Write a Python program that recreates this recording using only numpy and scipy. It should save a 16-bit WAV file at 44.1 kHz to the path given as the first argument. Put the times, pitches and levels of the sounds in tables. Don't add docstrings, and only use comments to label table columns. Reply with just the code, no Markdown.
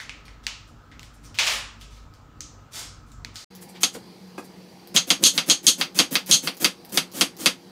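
import sys
import numpy as np
from scipy import signal
from scipy.io import wavfile
from scipy.ndimage import uniform_filter1d

SR = 44100
rng = np.random.default_rng(int(sys.argv[2]) if len(sys.argv) > 2 else 0)


def store_pcm(level_fs):
    pcm = np.round(np.clip(level_fs, -1, 1) * 32767).astype(np.int16)
    wavfile.write(sys.argv[1], SR, np.atleast_2d(pcm).T)


def ratio(d):
    e = np.asarray(d, float) / 20
    return 10 ** e


N = 339992

# start t/s, rise t/s, fall t/s, level/dB, centre f/Hz
TEARS = [(0, .002, .031, -41.5, 4000), (0.245, .012, .006, -50.5, 4460), (0.43, .008, .006, -47.5, 4000),
         (.665, .015, .03, -60, 6000), (0.998, .01, .08, -54, 5000), (1.132, .012, .015, -57, 7000),
         (1.215, .03, .015, -53, 5960), (1.345, .04, .004, -50, 4000), (1.383, .012, .125, -30.5, 2600),
         (1.438, .045, .11, -29, 2500), (1.384, .09, .145, -34.5, 6960), (1.791, .016, .043, -55, 4970),
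         (1.883, .04, .097, -55.5, 4100), (2.132, .018, .01, -60, 4460), (2.711, .043, .125, -35.5, 5360),
         (3.05, .028, .05, -63.5, 5960), (3.336, .018, .13, -48, 5250)]
# t/s, peak level/dB, ring f/Hz, share to the room level/dB
FLAKES = [
    (0.0014, -24, 1900, -4.5),
    (0.0945, -19, 2460, -7.5),
    (0.281, -35, 1930, -6),
    (0.9153, -42, 1910, 1.5),
]
# t/s, peak level/dB, flake ring f/Hz, share to the room level/dB
SNAPS = [(0.4673, -10.5, 2750, -9.5), (0.9943, -28, 2870, -11), (1.0306, -31.5, 2290, -10),
         (1.252, -42, 5700, 3), (1.3443, -34.5, 2770, 4), (1.3763, -29.5, 3820, 3), (1.3876, -7, 2600, 1),
         (1.4674, -11, 2600, 3), (1.8122, -34.5, 2850, 1), (2.1386, -42, 4740, -6), (2.4065, -19, 6200, -7),
         (3.118, -39, 7300, -3), (3.248, -17, 2300, -15), (3.3573, -26, 4530, -0.5)]
# t/s, peak level/dB, ring f/Hz, share to the room level/dB
TICKS = [
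    (3.5513, -32, 9980, -3),
    (4.8738, -32, 5260, -9),
    (6.2619, -27.5, 6330, -1),
    (6.5413, -38, 6060, 0),
    (6.569, -30, 7080, -3),
    (6.8493, -33, 5087, -7),
    (6.8904, -40.5, 8206, 7),
    (7.117, -33.5, 10400, 0),
    (7.3674, -34, 10800, -3),
]
# start t/s, rise t/s, fall t/s, level/dB, centre f/Hz
BRUSHES = [
    (3.605, .016, .018, -45, 11000),
    (3.678, .014, .01, -48.5, 8500),
    (3.735, .02, .04, -50, 2800),
    (3.918, .026, .016, -41.5, 6900),
    (4.374, .006, .022, -49, 7000),
    (4.428, .016, .016, -53, 10000),
]
# start t/s, crunch level/dB, centre f/Hz, board load level/dB
CUTS = [(3.806, -36, 9000, -57), (4.942, -27, 6500, -30.5), (5.07, -34, 7000, -38), (5.19, -50, 13000, -37),
        (5.222, -26.5, 6500, -27), (5.335, -32, 8500, -35), (5.46, -35, 8700, -36.5),
        (5.48, -26.5, 7000, -28.5), (5.628, -38, 8300, -43), (5.778, -30.5, 7500, -33),
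        (5.945, -31.5, 7500, -38.5), (6.108, -28, 12000, -31), (6.26, -39, 9000, -54),
        (6.286, -29.5, 7120, -32), (6.42, -31.5, 8500, -35.5), (6.598, -28.5, 11000, -33),
        (6.918, -31.5, 11000, -37), (7.135, -33.5, 8000, -37), (7.385, -35, 8000, -39)]
# t/s, steel ring level/dB, wood knock level/dB, edge tick level/dB
CHOPS = [(3.8324, -16, -34, -22.5), (4.9628, -10.5, -27, -25.5), (5.103, -16, -26, -20.5),
         (5.238, 4, -23.5, -2.5), (5.3772, -22, -26.5, -23.5), (5.4986, -6.5, -27, -21),
         (5.667, -1, -27.5, -5.5), (5.8116, -30.5, -29, -29.5), (5.9889, -15, -23, -16),
         (6.1535, -28.5, -29, -30.5), (6.3119, 2, -24, -5), (6.4728, -43, -32, -30),
         (6.6447, -23.5, -27, -19), (6.9736, -26, -29, -20), (7.21, -22, -27, -16.5),
         (7.4587, -21, -25, -18)]
# t/s, peak level/dB, pitch factor
SET_DOWN = [
    (3.834, -20, 1.6),
    (3.948, -28, .92),
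    (4.379, -21, 1),
]

# f/Hz, width f/Hz, level/dB
STEEL = [(3213, 290, 2), (4110, 176, 1.5), (4400, 181, 6.5), (4550, 640, -1.5), (6470, 437, 4.5),
         (6776, 84, -3), (7990, 180, -12.5), (9980, 3400, -15.5)]
WOOD = [(495, 103, -8), (732, 173, -7), (1304, 390, -4.5), (2086, 270, -0.5), (2600, 400, 1.5),
        (3260, 700, 0), (4606, 540, 0.5), (6110, 140, -6.5)]
BOARD = [(172.2, 24.6, -4.5), (266.6, 33, -0.5), (349, 66, -8.5), (526, 90, -9.5)]
KNOCK = [(255, 66, 4), (490, 86, 6.5), (770, 154, 2), (1300, 300, -3), (2370, 700, -9)]

# f/Hz, level/dB per Hz
FAR_AIR = [(15, -58), (25, -12), (48, -7), (108, -8.5), (153, -10), (195, -23.5), (301, -13.5), (335, -29),
           (373, -21), (545, -24), (714, -25), (887, -25.5), (1290, -23), (1940, -33.5), (16000, -63)]
NEAR_AIR = [(15, -89), (25, -48), (76, -15), (130, -12), (190, -5), (285, -12), (344, -8.5), (624, -18),
            (818, -14.5), (1440, -25.5), (2110, -24.5), (3820, -27.5), (4740, -23), (6920, -34),
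            (16000, -40)]
# f/Hz, level/dB
FAR_TREBLE = [(2000, -4), (4000, 0.5), (7500, 4), (9800, -6), (16000, 9)]
# f/Hz, width f/Hz, level/dB
FAR_HUM = [(50.8, 3.7, -52.5), (98, 8.9, -58), (227.4, 13.6, -62), (1277, 89, -63)]
NEAR_HUM = [(184.7, 14, -51.5), (351, 5, -57.5), (476.4, 35, -60.5), (811, 30, -68), (4100, 110, -68),
            (4670, 90, -65)]
# f/Hz, t/s
FAR_ROOM = [(200, 0.49), (1000, 0.57), (3000, 0.45), (7000, 0.43), (14000, 0.13)]
NEAR_ROOM = [(200, 0.17), (1000, 0.18), (3000, 0.15), (7000, 0.16), (14000, .14)]
# t/s, level/dB
ECHOES = [(.0052, -4), (.0081, -8), (0.0127, -6.5), (.016, -12), (.0215, -15)]
# start t/s, end t/s
GAP = (3.445, 3.502)


def evened(x):
    return x / np.sqrt(np.mean(x ** 2) + 1e-20)


def blend(parts):
    return sum(ratio(db) * x / np.linalg.norm(x) for db, x in parts)


def read(points, hz):
    f, value = np.transpose(points)
    return np.interp(np.log(hz + 1), np.log(f + 1), value)


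def add(mix, s, sound):
    part = mix[max(round(s * SR), 0):][:len(sound)]
    part += sound[:len(part)]


def lay_out(sounds):
    direct, feeds = np.zeros(N), np.zeros((3, N))
    for k, (s, (near, wet)) in enumerate(sounds):
        add(direct, s, near)
        add(feeds[k % len(feeds)], s, wet)
    return direct, feeds


def resonate(x, hz, width):
    pole = np.exp((2j * np.pi * hz - np.pi * width) / SR)
    return 2 * signal.lfilter([1 - abs(pole)], [1, -pole], x).real


def resonate_twice(x, hz, width):
    return resonate(resonate(x, hz, width), hz, width)


def body(x, modes):
    return sum((-1) ** k * ratio(db) * resonate(x, hz, w) for k, (hz, w, db) in enumerate(modes))


def air(spectrum, treble, db, hum):
    frames, hz = N // 512 + 5, np.fft.rfftfreq(2048, 1 / SR)
    a, b, patches = rng.standard_normal((3, len(hz), frames))
    patches = uniform_filter1d(patches, size=20, axis=0)
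    patches = evened(uniform_filter1d(patches, size=8, axis=1))
    colour_db = (read(spectrum, hz) + read(treble, hz))[:, None]
    z = (a + 1j * b) * ratio(colour_db + 1.7 * patches)
    wash = signal.istft(z, nperseg=2048, noverlap=1536)[1][:N]
    tones = sum(ratio(d) * evened(resonate_twice(rng.standard_normal(N), f, w)) for f, w, d in hum)
    return ratio(db - 2.5) * evened(wash) + tones


def stroke(start, loudest, end, power, hold=0):
    t = np.arange(start, end, 1 / SR)
    loudest = np.clip(loudest, start + 0.00086, end - .001)
    return np.interp(t, [start, loudest, end], [0, 1, hold]) ** power


def crackle(length, per_s, spread_db):
    size_draw, when_draw, push = rng.random((3, length))
    size = ratio(-spread_db * np.log(size_draw + 0.0101))
    return evened(size * (when_draw < per_s / SR) * (push - .5))


def rip(start, rise, fall, db, hz, width):
    shape = stroke(start, start + rise, start + rise + fall, 1.12)
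    grains = resonate_twice(crackle(len(shape), 4000, 4.8), hz, 1.43 * width)
    sound = ratio(db - 4) * shape * evened(grains)
    return sound, sound


def snap(db, ring_hz, ring_db, bright_db, wet_db):
    t = np.arange(900) / SR
    click = 1. * (t == 0)
    crack = 1.1 * click + rng.standard_normal(len(t)) * np.exp(-t / .0011)
    dull = signal.butter(3, [.24 * ring_hz, 7600], "band", fs=SR)
    broad_hz = 4300 * (ring_hz / 2800) ** 0.49

    def flake(x):
        broad = signal.lfilter(*dull, resonate(resonate(x, broad_hz, 5600), broad_hz, 5400))
        ring = signal.lfilter(*dull, resonate(x, ring_hz, 560))
        edge = resonate_twice(x, 14000, 9000)
        return blend([(0, broad), (ring_db, ring), (bright_db + 4, edge)])

    near, clean = flake(crack), flake(click)
    near *= ratio(db + 1.0) / abs(near).max()
    return near, ratio(wet_db) * clean * np.linalg.norm(near) / np.linalg.norm(clean)


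def peeling():
    sounds = [(row[0], rip(*row, width=.92 * row[-1])) for row in TEARS]
    for s, db, hz, wet_db in FLAKES:
        sounds.append((s, snap(db, hz, 11, -30, wet_db)))
    for s, db, hz, wet_db in SNAPS:
        ring_db = -4.5 + 1.5 * np.log2(hz / 2800)
        edge_db = -27 - .4 * db
        sounds.append((s, snap(db, hz, ring_db, edge_db, wet_db)))
    return lay_out(sounds)


def cut(start, db, hz, load_db):
    end = min(row[0] for row in CHOPS if row[0] > start)
    loudest = start + 0.0061 + .3 * (end - start)
    shape = stroke(start, loudest, end, 0.4, hold=0.34)
    time_left = np.arange(len(shape))[::-1] / SR
    rush = ratio(3.7 * np.exp(-time_left / 0.013))
    grains = crackle(len(shape), 9000, 4.7)
    wet_layers = evened(resonate(grains, hz, 9470)) + 0.091 * evened(body(grains, STEEL))
    crunch = ratio(db - 2.5) * shape * rush * wet_layers
    load = ratio(load_db + 1.0) * shape * evened(body(grains, BOARD))
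    return crunch + load, 0.51 * crunch + 0.25 * load


def chop(steel_db, wood_db, tick_db):
    t = np.arange(6000) / SR
    board_db = -6.5 + .7 * wood_db + .33 * tick_db
    chatter, rocking = rng.standard_normal((2, len(t)))
    blow = 1. * (t == 0)
    rough_blow = chatter * np.exp(-(t / 0.0028) ** 4) * np.minimum(t / 0.00026, 1) + np.roll(blow, 8)
    push = np.exp(-((t - .003) / 0.00051) ** 2) + .5 * rocking * np.exp(-t / 0.0063)
    soft = signal.butter(4, 6600, fs=SR)
    thin = signal.butter(4, 2750, "high", fs=SR)
    top = signal.butter(2, [7000, 12500], "band", fs=SR)

    def struck(x):
        return blend([(steel_db + 20.5, signal.lfilter(*thin, body(x, STEEL))),
                      (wood_db + 32, signal.lfilter(*soft, body(x, WOOD))),
                      (board_db + 25, body(push, BOARD)),
                      (tick_db + 15.5, signal.lfilter(*top, resonate(x, 7600, 8700)))])

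    return ratio(6.5) * struck(rough_blow), struck(blow)


def knock(db, pitch):
    t = np.arange(3000) / SR
    modes = [(pitch * hz, 1.3 * pitch * width, mode_db) for hz, width, mode_db in KNOCK]
    touch = rng.standard_normal(len(t)) * np.exp(-t / 0.0043) * np.minimum(t / 0.0012, 1)
    sound = body(touch, modes)
    sound *= ratio(db) / abs(sound).max()
    return sound, 0.48 * sound


def cutting():
    sounds = [(row[0], rip(*row, width=0.72 * row[-1])) for row in BRUSHES]
    sounds += [(row[0], cut(*row)) for row in CUTS]
    sounds += [(s, chop(*row)) for s, *row in CHOPS]
    sounds += [(s, knock(*row)) for s, *row in SET_DOWN]
    for s, db, hz, wet_db in TICKS:
        ring_db = -6 + 13 * np.log2(hz / 6500)
        sounds.append((s, snap(db, hz, ring_db, 4, wet_db)))
    return lay_out(sounds)


def room(direct, feeds, decays, gap_s, wet_db, echo_db):
    paths, length = len(feeds), SR // 2
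    at = np.arange(round(gap_s * SR), length - 8, 8) + rng.integers(0, 8, (paths, 1))
    at = np.minimum(at + rng.integers(0, 8, at.shape), length - 1)
    taps = np.zeros((paths, length))
    np.put_along_axis(taps, at, rng.choice([-1., 1.], at.shape), 1)
    hz, t, z = signal.stft(taps, SR, nperseg=128)
    fade = ratio(-60 * t / read(decays, hz)[:, None])
    tails = signal.istft(z * fade, SR, nperseg=128)[1]
    tails /= np.linalg.norm(tails, axis=1)[:, None]
    for s, db in ECHOES:
        for tail in tails:
            add(tail, s * rng.uniform(.9, 1.1), ratio(db + echo_db) * np.ones(1))
    wet = signal.fftconvolve(feeds, tails, axes=1)[:, :N].sum(0)
    return direct + ratio(wet_db) * wet


def scene():
    t = np.arange(N) / SR
    skin = room(*peeling(), FAR_ROOM, gap_s=.003, wet_db=4.6, echo_db=-6.5)
    skin = signal.lfilter(*signal.butter(2, 520, "high", fs=SR), skin)
    knife = room(*cutting(), NEAR_ROOM, gap_s=.004, wet_db=5.0, echo_db=-1.3)
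    knife = signal.lfilter(*signal.butter(4, 125, "high", fs=SR), knife)
    far = skin + air(FAR_AIR, FAR_TREBLE, -48, FAR_HUM)
    near = knife + air(NEAR_AIR, [(0, 0)], -47, NEAR_HUM)
    far_fade = np.clip((GAP[0] - t) / 0.00067, 0, 1)
    near_fade = np.clip((t - GAP[1]) / 0.0091, 0, 1)
    return (far * far_fade + near * near_fade)[None]


def excess(level_db, limit_db, release_db_s):
    fall = np.arange(N) * release_db_s / SR
    held_db = np.maximum.accumulate(level_db + fall) - fall
    return np.maximum(held_db - limit_db, 0)


def roll_off(x):
    return signal.sosfilt(signal.butter(12, 16970, fs=SR, output="sos"), x)


def record(dry):
    edge = signal.firwin(255, 15750, window=("kaiser", 8), fs=SR)
    x = signal.oaconvolve(dry[0], edge, "same")
    lag = np.exp(-1 / (0.055 * SR))
    power_db = 10 * np.log10(uniform_filter1d(x ** 2, size=200) + 1e-12)
    slow_db = excess(power_db, limit_db=-22.5, release_db_s=110.0)
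    x = x / ratio(0.19 * signal.lfilter([1 - lag], [1, -lag], slow_db))
    peak_db = 20 * np.log10(abs(x) + 1e-9)
    quick_db = excess(peak_db, limit_db=-0.97, release_db_s=770.0)
    x = x / ratio(1.005 * uniform_filter1d(quick_db, size=24))
    soft = .95 * np.tanh(x / .95)
    smooth = signal.oaconvolve(soft, edge, "same")
    mix = smooth + ratio(-14) * (soft - smooth)
    return roll_off(mix[None])


dry = scene()
out = record(dry)
store_pcm(out)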